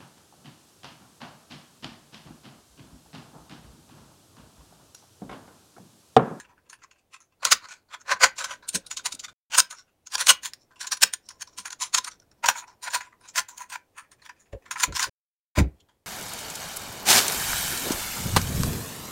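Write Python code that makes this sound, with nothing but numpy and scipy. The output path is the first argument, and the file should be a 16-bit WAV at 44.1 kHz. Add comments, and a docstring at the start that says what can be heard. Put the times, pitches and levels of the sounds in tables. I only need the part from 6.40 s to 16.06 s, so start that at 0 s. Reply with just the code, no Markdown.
"""Faint background noise is there from the start, as hands fold and lock a hollow plastic toy close by.
Each contact is a burst of uneven noise slips that rings banks of shell modes, with sparse reflections behind.
From about one second in, strong hollow clacks also shake the wooden table; later the toy knocks it outright.
Two edits, near three and nine seconds, leave short silences with only a trace of hiss.
A last few touches follow, and the background noise closes the scene."""
import sys
import numpy as np
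from scipy import signal
from scipy.fft import rfft, irfft, next_fast_len
from scipy.io import wavfile
from scipy.ndimage import uniform_filter1d, minimum_filter1d

SR = 44100
rng = np.random.default_rng(int(sys.argv[2]) if len(sys.argv) > 2 else 0)


def to_wav(sig):
    """Store sig (one row per channel, or 1-D mono) as 16-bit WAV at the path in sys.argv[1].

    Samples outside -1..1 are clipped; the rate is SR.
    """
    pcm = np.clip(np.atleast_2d(sig), -1, 1) * 32767
    pcm = np.round(pcm).astype(np.int16)
    wavfile.write(sys.argv[1], SR, pcm.T)  # frames by channels


N = 426006

# background noise spectrum, relative: [f/Hz, density level/dB per Hz]
NOISE_SPECTRUM = [(15, -9), (30, -1), (58, -7.5), (92, 3), (140, -5), (300, -3.5), (700, -6.5), (1300, -18),
                  (5000, -26), (13000, -27.5), (15700, -28.5)]
# drawn level of the low background noise, as the recorder's noise suppressor lets it through
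# when the toy is handled, before NOISE_LIFT_DB: [t/s, level/dB]
NOISE_LET_THROUGH = [(0, -69.5), (0.9, -78.5), (1.1, -67), (1.45, -75), (1.858, -66), (2.759, -64),
                     (3.62, -76.5), (3.939, -65), (4.23, -71.5), (5.33, -68), (6.5, -70), (8.02, -72),
                     (8.54, -59.5), (9.23, -65.5), (9.66, -80)]
# contacts: [release t/s, build-up/ms per 20 dB and die-away/ms per 20 dB before flurry() lengthens them,
#  strength level/dB, hollow body level/dB over strength, thin edges level/dB over strength, touched part f/Hz]
CONTACTS = [(0.0, 3.5, 30, -44.5, 2.5, -7, 7160), (0.048, 10.5, 26, -57, 2.5, -22, 2700),
            (0.108, 49.5, 44, -71.5, 14.5, -15, 975), (0.179, 9.5, 30, -81, 23.5, -10, 1600),
            (0.298, 7, 34, -45, -10, -9, 6340), (0.33, 7.5, 30, -49, 5, -3.5, 2640),
            (0.419, 5, 45, -62, 6.5, -30, 2620), (0.438, 20, 19, -50, 2.5, -37, 6300),
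            (0.512, 5.5, 32, -54, -4.5, -28, 2600), (0.585, 8, 32, -65, -21, -14, 2600),
            (0.742, 23.5, 32, -45.5, -0.5, -13, 2630), (0.804, 0, 49.5, -55, -5, -10, 6400),
            (1.031, 9.5, 30.5, -40, 8.5, -21.5, 4270), (1.052, 6, 10, -13, -6, -9.5, 5930),
            (1.065, 11, 44, -27.5, -1, -18, 4140), (1.121, 10.5, 14.5, -6, -5.5, -15.5, 6230),
            (1.252, 41.5, 25, -46.5, 4.5, -30, 4330), (1.287, 1.5, 15, -44.5, -2, -19, 5850),
            (1.319, 42.5, 41, -43.5, 2, -44, 2390), (1.544, 31, 19, -39.5, 4.5, -48, 3320),
            (1.614, 21.5, 16.5, -49, -3, -28, 6460), (1.724, 41.5, 18, -24.5, 8, -24.5, 4200),
            (1.771, 30, 12.5, -54.5, 17, -16.5, 2690), (1.806, 7.5, 38, -45, 16, -11.5, 4000),
            (1.838, 25, 26.5, -11, 2.5, -20.5, 4780), (1.991, 21.5, 24, -29, -7, -24, 6040),
            (2.008, 23, 77, -35.5, 3.5, -19, 4000), (2.043, 9, 20, -26.5, -2.5, -14, 6400),
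            (2.115, 47.5, 41, -37, 3, -16, 2980), (2.225, 1.5, 106, -57.5, 7.5, -25.5, 4100),
            (2.29, 11, 14.5, -27, -22.5, 2, 7600), (2.356, 20, 17, -20, -10.5, -5, 8040),
            (2.465, 4.5, 20, -40.5, -16, -3.5, 4020), (2.513, 11, 30.5, -29, -10, -17, 6940),
            (2.571, 6, 23, -26.5, -16, -39, 3820), (2.594, 8, 22, -42, 1, -24, 3600),
            (2.662, 15, 19.5, -21.5, -7, -8, 3970), (2.724, 13, 19, -30, -14.5, -10, 3770),
            (2.751, 15, 5, -35.5, -29, -5, 7900), (2.795, 5, 21, -33, -25, -23, 3900),
            (2.846, 15.5, 17, -32.5, -5.5, -23, 3620), (2.882, 2.5, 35.5, -47, 2, -36.5, 3590),
            (3.152, 31.5, 11.5, -21, -4, -22, 2830), (3.183, 10, 17.5, -11.5, -2.5, 3.5, 6950),
            (3.204, 36, 2, -10.5, -13.5, -10, 6800), (3.31, 11.5, 19, -35.5, -6.5, -7, 6360),
            (3.325, 10, 35.5, -43.5, 3, -9, 6800), (3.39, 45, 35, -47, -6.5, -33, 5590),
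            (3.672, 11.5, 11.5, -36.5, -14.5, -36, 6700), (3.756, 33.5, 3, -20.5, -6, -13.5, 4870),
            (3.781, 1.5, 12, -29, -4, -7, 2500), (3.811, 34.5, 31, -23, -4, -6, 6000),
            (3.87, 8.5, 4, -13.5, -12, -26.5, 5260), (3.893, 16, 23, -5, -11.5, -18.5, 2900),
            (3.905, 31, 11.5, -13.5, -1.5, 1, 2820), (4.033, 8, 33.5, -37.5, -4.5, -7, 6600),
            (4.058, 25.5, 26, -28, -8, -10, 6900), (4.135, 0.5, 14, -35.5, -11, -12.5, 5110),
            (4.22, 40.5, 38, -61, -16.5, -18.5, 5420), (4.311, 6.5, 49, -68, 12.5, -20, 1545),
            (4.359, 2, 57.5, -57, -1.5, -17, 2750), (4.411, 14.5, 48, -32, -5.5, -10.5, 5830),
            (4.444, 10.5, 24.5, -43, 7, -11, 5640), (4.472, 8, 16.5, -28, -11, -20, 7000),
            (4.522, 11, 22.5, -19.5, -7, -10, 4460), (4.574, 9, 8, -36.5, -7.5, -6.5, 5670),
            (4.634, 15.5, 8, -5.5, -8, -8, 9700), (4.736, 8, 14.5, -24.5, -9, 0, 9370),
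            (4.864, 47, 40, -59, -20, -18, 5580), (4.889, 1.5, 9, -35, -16, -7, 5450),
            (4.909, 24, 22, -44, -3, -16, 5330), (5.025, 20.5, 6, -29, -8, -11, 6600),
            (5.074, 8, 38, -49, -4.5, -26, 5500), (5.134, 31, 41, -60, -21, -28, 5560),
            (5.182, 12.5, 36.5, -33.5, -6.5, -5.5, 8400), (5.255, 6, 31.5, -34.5, 0, -8.5, 6550),
            (5.282, 31, 0, -41, 0.5, -3, 9500), (5.305, 2.5, 7.5, -33, -7.5, -22, 6360),
            (5.328, 16, 14, -33, -6, -13, 5840), (5.421, 18.5, 39, -23.5, -7, -11, 6300),
            (5.548, 14, 21, -14, -8.5, -16, 6800), (5.583, 18, 9, -17, -5, -20, 6700),
            (5.646, 5.5, 10, -29, -12, -6, 6040), (5.682, 39.5, 12.5, -36.5, 2.5, -2.5, 6330),
            (5.716, 18, 34.5, -45.5, -9, -19, 5900), (5.801, 6, 5, -49.5, -20, -17, 5610),
            (5.915, 7, 21, -57.5, -6, -16, 5540), (6.043, 11, 18, -29.5, 11, -19, 2800),
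            (6.059, 3.5, 24.5, -21.5, -2.5, -30, 5540), (6.087, 8, 22, -14, 1, -15.5, 5750),
            (6.155, 3.5, 20, -50.5, 18.5, -18, 2330), (6.188, 51, 32, -35, -4, -14.5, 6800),
            (6.243, 63, 13, -65, 22, 2, 2530), (6.279, 11.5, 42, -53, 5.5, -27, 5540),
            (6.316, 35.5, 42, -65, 9, -16, 5270), (6.432, 12.5, 69.5, -36, -5.5, -4.5, 4160),
            (6.483, 42, 8, -37, 8.5, -17, 4130), (6.503, 0, 47, -38.5, -5, -26, 7100),
            (6.548, 24, 31, -23, 1, -6.5, 4320), (6.609, 9, 36.5, -41.5, 6, -18, 2500),
            (6.673, 30.5, 24, -70, 19, 1, 2450), (6.724, 9, 42, -73.5, 21, -13, 1200),
            (6.811, 9.5, 59, -65.5, 6, 2, 5180), (6.86, 50.5, 35, -57, 3.5, -5, 3880),
            (6.887, 14.5, 26, -41, -13.5, -32, 7100), (6.958, 7.5, 40, -29, -2.5, -10, 6350),
            (6.984, 28.5, 26.5, -20, -1.5, -11, 7500), (7.087, 5, 36, -40, -6.5, -17, 7200),
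            (7.111, 5, 82, -54.5, 2.5, -17, 6350), (7.181, 12.5, 9, -36, -14, -8, 7100),
            (7.217, 47, 38, -42.5, 5.5, -7.5, 6300), (7.3, 8, 27.5, -44, -3.5, -1, 8240),
            (7.332, 25, 33.5, -37, 2.5, -10, 2535), (7.358, 20.5, 10, -41, 12, -19, 2520),
            (7.584, 19.5, 38, -45.5, 6.5, -2, 2550), (7.647, 40, 42.5, -72, 11.5, -12, 2430),
            (7.717, 5.5, 26, -52.5, -1.5, -0.5, 8570), (7.82, 5, 43.5, -55.5, 0, -12, 4160),
            (7.861, 26, 26, -48, 1.5, -12, 3400), (7.893, 4, 25, -47.5, 9.5, -30, 2450),
            (8.005, 20.5, 47.5, -57.5, -7.5, -9, 6840), (8.129, 7.5, 26, -53, 3, -18.5, 2740),
            (8.257, 8, 65, -58, 9, -28, 2400), (8.311, 3.5, 30.5, -29.5, 0.5, -8, 6700),
            (8.358, 3, 33.5, -48.5, 19, -20.5, 2470), (8.406, 35.5, 26, -29.5, -1, -6, 7200),
            (8.435, 12.5, 17, -14.5, -2.5, -12.5, 6570), (8.524, 2, 27, -41, 2.5, -39, 4000),
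            (8.564, 18, 34, -24.5, -4.5, -13, 6130), (8.595, 12.5, 50, -24.5, -1.5, -14, 6130),
            (8.628, 21, 35.5, -22, -2, -13, 4940), (8.665, 10, 17, -57, 14, -12, 6000),
            (9.16, 10, 39, -56, -7, -9, 2422), (9.19, 30.5, 24, -27.5, 5, -14.5, 2390),
            (9.405, 12, 19, -57, -21, -23, 3220), (9.487, 1, 43, -65, 3, -15, 3260)]
# what the hands work on: [from t/s, hollow f/Hz, hollow base lift level/dB, lowest radiated f/Hz for light contacts,
#  bare crack base level/dB over strength, idly touched part f/Hz, idle touch mean level/dB]
STAGES = [(0, 1600, -3, 740, -32, 2620, -71), (1.0, 1450, 2.5, 615, -21.5, 4360, -64),
          (1.64, 1048, 13, 516, -24, 2500, -62.5), (1.8, 1524, 9, 540, -26, 4000, -63.5),
          (2.25, 1455, 6.5, 744, -24, 3710, -62.5), (3.1, 1463, 7.5, 610, -22, 2655, -70),
          (3.98, 2010, 2.5, 807, -13, 5500, -68), (4.2, 1020, 9.5, 737, -21, 5500, -65.5),
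          (5.2, 1406, 0, 746, -28.5, 5500, -65), (5.95, 967, 11.5, 655, -14.5, 5310, -76),
          (6.6, 992, 7, 710, -16, 2445, -57), (7.05, 993, 11.5, 733, -7.5, 2530, -69),
          (7.5, 1794, 0.5, 798, -8.5, 2507, -69), (8.3, 1020, 12.5, 844, -16, 6020, -61),
          (9.1, 900, 4, 600, -11, 3260, -83.5)]
# modes of the hollow body, before each grip detunes them: [f/Hz, width/Hz, level/dB]
HOLLOW_MODES = [(542, 38, -2), (856.5, 17, -10.5), (1020, 76, 5), (1365, 110, 2.5), (1600, 380, 2.5),
                (1980, 230, -0.5), (2450, 150, -3.5)]
# modes of the panels, likewise: [f/Hz, width/Hz, level/dB]
PANEL_MODES = [(3130, 610, -13), (3650, 510, -6), (4410, 240, -2.5), (5300, 240, -1), (5450, 390, -5),
               (5990, 130, 2), (6800, 210, 3), (7660, 610, -7)]
# modes of the thin edges, likewise: [f/Hz, width/Hz, level/dB]
EDGE_MODES = [(9100, 400, 17), (9800, 64, 4), (11200, 900, -28)]
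# broad microphone lift near 15 kHz, heard on the crack; varied contact by contact too: [f/Hz, width/Hz, level/dB]
MICROPHONE_LIFT = [(14940, 4800, 5.8)]
# upper limits of hollow body, panels, edges and bare crack: [f/Hz]
GROUP_TOPS = [2400, 8200, 11000, 17000]
# reflections: [f/Hz, time to fall 60 dB/s]
ROOM_DECAY = [(500, 0.14), (2000, 0.21), (8000, 0.11), (15000, 0.13)]
# knocks on the table: [t/s, rocking/ms, die-away/ms per 20 dB before flurry() lengthens it,\
#  bounce on the legs level/dB, top level/dB, overtones level/dB]
KNOCKS = [(2.347, 5, 32, -47, -33.5, -39.5), (2.739, 3, 15, -58, -48.5, -62),
          (5.184, 5, 28, -62, -54.5, -62), (8.132, 21, 18.5, -37, -64, -38.5),
          (8.48, 19, 28, -35, -45, -46), (8.528, 12, 30, -40, -51, -64), (8.67, 15, 30, -47.5, -55, -49),
          (9.181, 5.1, 58, -11.5, -16.5, -30.5), (9.42, 16, 35, -63, -75, -79)]
# table modes, one list each for legs, top, overtones: [f/Hz, width/Hz before table() broadens it, level/dB]
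TABLE_MODES = [
    [(39.3, 89, -8.5), (66, 36, 8.5), (100, 50, -5)],
    [(190, 30, 7), (260, 72, 5)],
    [(457, 66, -6), (536, 36, -4)],
]
# edits: [from t/s, to t/s]
SILENCES = [(2.931, 3.1), (8.695, 9.152)]

NOISE_LIFT_DB = 4  # whole background noise above the mean of its level curve
IDLE_RISE_MS, IDLE_FALL_MS = 15, 51  # mean times per 20 dB, before flurry() lengthens them
IDLE_SPREAD_DB, IDLE_EDGES_DB = 1, -18
CRACK_GROWTH, CRACK_EDGE_SHARE = .3, .2  # dB of crack per dB of strength, and per dB of edges
DEEPER = 0.09  # share by which the hardest contacts reach lower
SNAP_SHARE, SNAP_BELOW_MS = 0.58, 35  # short flurries peak in one clean blow
ROOM_DB = -18  # reflections under the dry toy
KNOCK_RISE_MS, SHAKE_FALL_MS, SHAKE_HOLD_MS = 9, 32, 6  # rise and fall per 20 dB, before flurry()
SHAKE_FROM_DB = -29  # hollow clacks above this level also shake the table
SHAKE_DB = [-38.5, -36, -32]  # legs, top, overtones, relative to the clack
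EDGE_HZ, PEAK = 15850, .97  # band limit; limiter ceiling, full scale 1


def gain_of(db):
    """Decibels to gain."""
    return 10 ** (np.asarray(db) / 20)


def evened(x):
    """Scales to rms 1."""
    return x / np.sqrt(np.mean(x ** 2) + 1e-20)


def read(points, hz):
    """Reads a table along log frequency."""
    f, value = np.transpose(points)
    return np.interp(np.log(hz + 1), np.log(f + 1), value)


def add(mix, s, sound):
    """Mixes a sound in from time s."""
    at = round(s * SR)
    sound = sound[max(-at, 0):]
    part = mix[max(at, 0):][:len(sound)]
    part += sound[:len(part)]


def background_noise():
    """Faint shaped noise in drifting patches; its low part follows the noise suppressor's level curve most."""
    frames, hz = N // 256 + 5, np.fft.rfftfreq(1024, 1 / SR)
    real, imaginary, patches = rng.standard_normal((frames, 513, 3)).T
    patches = uniform_filter1d(patches, size=10, axis=0)
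    patches = evened(uniform_filter1d(patches, size=14, axis=1))
    curve_db = np.interp(np.arange(frames) * 256 / SR, *np.transpose(NOISE_LET_THROUGH))
    mean_db = curve_db.mean()
    share = .5 + .5 / (1 + (hz / 1500) ** 2)  # treble follows half as much
    level_db = read(NOISE_SPECTRUM, hz)[:, None] + 0.83 * patches + share[:, None] * (curve_db - mean_db)
    spectrum = (real + 1j * imaginary) * gain_of(level_db)
    noise = signal.istft(spectrum, nperseg=1024, noverlap=768)[1][:N]
    return gain_of(NOISE_LIFT_DB + mean_db) * evened(noise)


def flurry(rise_ms, fall_ms, snap_db=0, hold_ms=0):
    """Envelope: builds up, jumps at the release, holds, dies away; returns its lead time in s too."""
    rise_ms, fall_ms, hold_ms = abs(rise_ms) + 0.53, abs(fall_ms) + 0.27, abs(hold_ms)
    lead_ms = min(2 * rise_ms, 110)
    length_ms = lead_ms + hold_ms + min(3 * fall_ms, 170) + 60
    size = next_fast_len(round(length_ms * SR / 2000), real=True) * 2  # even, quick to transform
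    ms = np.arange(size) / SR * 1000 - lead_ms  # 0 at the release
    rise_db = 20 * ms / rise_ms - snap_db
    fall_db = -20 * np.maximum(ms - hold_ms, 0) / fall_ms + snap_db * np.exp(-abs(ms) / 0.78)
    fade_in = np.clip((ms + lead_ms) / (.5 * lead_ms), 0, 1)
    return lead_ms / 1000, gain_of(np.where(ms < 0, rise_db, fall_db)) * fade_in


def clean_blow(shape):
    """A single impulse at the envelope's peak, with the energy of the whole envelope."""
    return np.linalg.norm(shape) * (np.arange(len(shape)) == shape.argmax())


def ringing(hz, modes):
    """Complex response of a set of damped modes, neighbours in opposite sign."""
    return sum((-1) ** k * gain_of(db) * hz * width / (hz * width + 1j * (hz ** 2 - f ** 2))
               for k, (f, width, db) in enumerate(modes))


def scaled(spectrum, shape, db):
    """Back to time, at db where the envelope shape is 1."""
    part = irfft(spectrum)
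    return gain_of(db) * part * np.linalg.norm(shape) / np.linalg.norm(part)


def stage(s):
    """The stage of work at time s, without its start time."""
    return [row for row in STAGES if row[0] <= s or row is STAGES[0]][-1][1:]


def idle_touches(count):
    """Faint touches at random moments, as rows like those of the contacts."""
    rows = []
    for k, (when, rise, fall, a, b) in enumerate(rng.random((count, 5))):
        s = (k + when) / count * N / SR
        part_hz, db = stage(s)[4:]
        rise_ms, fall_ms = 2 * rise * IDLE_RISE_MS, (.5 + fall) * IDLE_FALL_MS
        strength_db = db + IDLE_SPREAD_DB * (2 * a - 1)
        hollow_db = IDLE_SPREAD_DB * 2 * b
        rows.append((s, rise_ms, fall_ms, strength_db, hollow_db, IDLE_EDGES_DB, part_hz))
    return rows


def contact(row, chance, grip):
    """Uneven slips ring three groups of modes, crack above them, and are also heard bare."""
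    s, rise_ms, fall_ms, db, hollow_db, edges_db, part_hz = row
    hollow_hz, hollow_lift_db, low_hz, crack_db = stage(s)[:4]
    # harder contacts, and those on the edges, crack more
    crack_db = crack_db + CRACK_GROWTH * (db + 19.5) + CRACK_EDGE_SHARE * (edges_db + 15)
    levels_db = db + np.array([hollow_db, 0, edges_db, crack_db])

    lead, shape = flurry(rise_ms, fall_ms, snap_db=5.7 * np.exp(-abs(rise_ms) / 15))  # quick releases snap
    blow_share = SNAP_SHARE * np.exp(-((rise_ms + fall_ms) / SNAP_BELOW_MS) ** 2)
    slips, bare = rfft(chance[:, :len(shape)] * shape + blow_share * clean_blow(shape))

    hz = np.fft.rfftfreq(len(shape), 1 / SR)
    lowest_hz = low_hz * np.interp(levels_db[0], [-35, -12], [1, 1 - DEEPER])
    limits = [lowest_hz] + GROUP_TOPS
    gentle = np.clip((-28.5 - max(levels_db)) / 30, 0, 1)  # a light touch stirs little but the part itself
    bare_gain = gain_of(-7.5 - 5.6 * gentle)
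    stand_outs = ((hollow_hz, hollow_lift_db), (part_hz, 2.5))
    groups = (HOLLOW_MODES, PANEL_MODES, EDGE_MODES, MICROPHONE_LIFT)
    out = 0
    for modes, lo, hi, level_db, shift in zip(groups, limits, GROUP_TOPS, levels_db, grip):
        # each contact detunes the resonances and shifts their levels, and what is touched stands out
        held = [(f * (1 + .03 * a), w, g + 2.5 * b) for (f, w, g), a, b in zip(modes, shift, shift[::-1])]
        held += [(f, .07 * f, g + 11 * gentle) for f, g in stand_outs if lo < f < hi]
        band = ((1 + (lo / (hz + 1)) ** 16) * (1 + (hz / hi) ** 10)) ** -.5
        rung = slips * ringing(hz, held)
        out = out + scaled(band * (rung + bare_gain * bare), shape, level_db)
    return s - lead, out


def toy():
    """All contacts and idle touches of the plastic shell, each with its own slips and grip."""
    size = 16000  # samples, longer than any flurry
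    out = np.zeros(N)
    for row in idle_touches(count=70) + CONTACTS:
        grip = rng.standard_normal((4, 8))
        clumps, *slips = rng.standard_normal((3, size))
        lumps = gain_of(3.5 * evened(uniform_filter1d(clumps, size=40)))  # slips come in clumps
        ticks = 1 + 1.3 * (abs(clumps) > 2.9)  # a few catch and let go hard
        add(out, *contact(row, lumps * ticks * slips, grip))
    return out


def room(x):
    """Sparse reflections of random sign, each band dying at its own speed; three tails take turns."""
    out, turn = np.zeros(N), np.arange(N) / SR * 3.1
    for k in range(3):
        taps = np.zeros(SR // 2)
        at = np.arange(200, len(taps) - 20, 20)
        taps[at + rng.integers(0, 20, len(at))] = rng.choice([-1., 1.], len(at))
        hz, t, z = signal.stft(taps, SR, nperseg=256)
        fading = gain_of(-60 * t / read(ROOM_DECAY, hz)[:, None])
        tail = signal.istft(z * fading, SR, nperseg=256)[1]
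        window = np.sqrt(2 / 3) * np.cos(np.pi * (turn + k / 3))  # the three powers sum to 1
        out += signal.fftconvolve(x * window, tail / np.linalg.norm(tail))[:N]
    return gain_of(ROOM_DB) * out


def table():
    """A blow amid uneven rocking rings the table; each mode is applied twice, so little spills above it."""
    out = np.zeros(N)
    shakes = [(s, SHAKE_HOLD_MS, SHAKE_FALL_MS, *(db + hollow_db + np.array(SHAKE_DB)))
              for s, _, _, db, hollow_db, *_ in CONTACTS if db + hollow_db > SHAKE_FROM_DB]
    rocking = rng.standard_normal((60, 16000))
    for (s, hold_ms, fall_ms, *levels_db), chance in zip(KNOCKS + shakes, rocking):
        lead, shape = flurry(KNOCK_RISE_MS, fall_ms, hold_ms=hold_ms)
        pushes = rfft(chance[:len(shape)] * shape + 0.49 * clean_blow(shape))
        hz = np.fft.rfftfreq(len(shape), 1 / SR)
        for modes, db in zip(TABLE_MODES, levels_db):
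            # squaring narrows a mode and doubles its dB, so it starts broader and at half the dB
            response = sum(ringing(hz, [(f, 1.5 * abs(width), g / 2)]) ** 2 for f, width, g in modes)
            add(out, s - lead, scaled(pushes * response, shape, db))
    return out


def scene():
    """Toy, its reflections, table and background noise."""
    plastic = toy()
    return (plastic + room(plastic) + table() + background_noise())[None]


def record(dry):
    """The edits mute the sound down to a trace of hiss; a quick limiter holds the peaks; band limit."""
    t = np.arange(N) / SR
    on = np.prod([(t < a) | (t > b) for a, b in SILENCES], axis=0)
    hiss = gain_of(-99.5) * rng.standard_normal(N)
    edited = dry * uniform_filter1d(on.astype(float), size=90) + hiss
    allowed = minimum_filter1d(PEAK / np.maximum(abs(edited), PEAK), size=81)
    limited = edited * uniform_filter1d(allowed, size=41)
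    low_pass = signal.firwin(1023, EDGE_HZ, window=("kaiser", 9), fs=SR)
    return signal.oaconvolve(limited, low_pass[None], "same")


dry = scene()
out = record(dry)
to_wav(out)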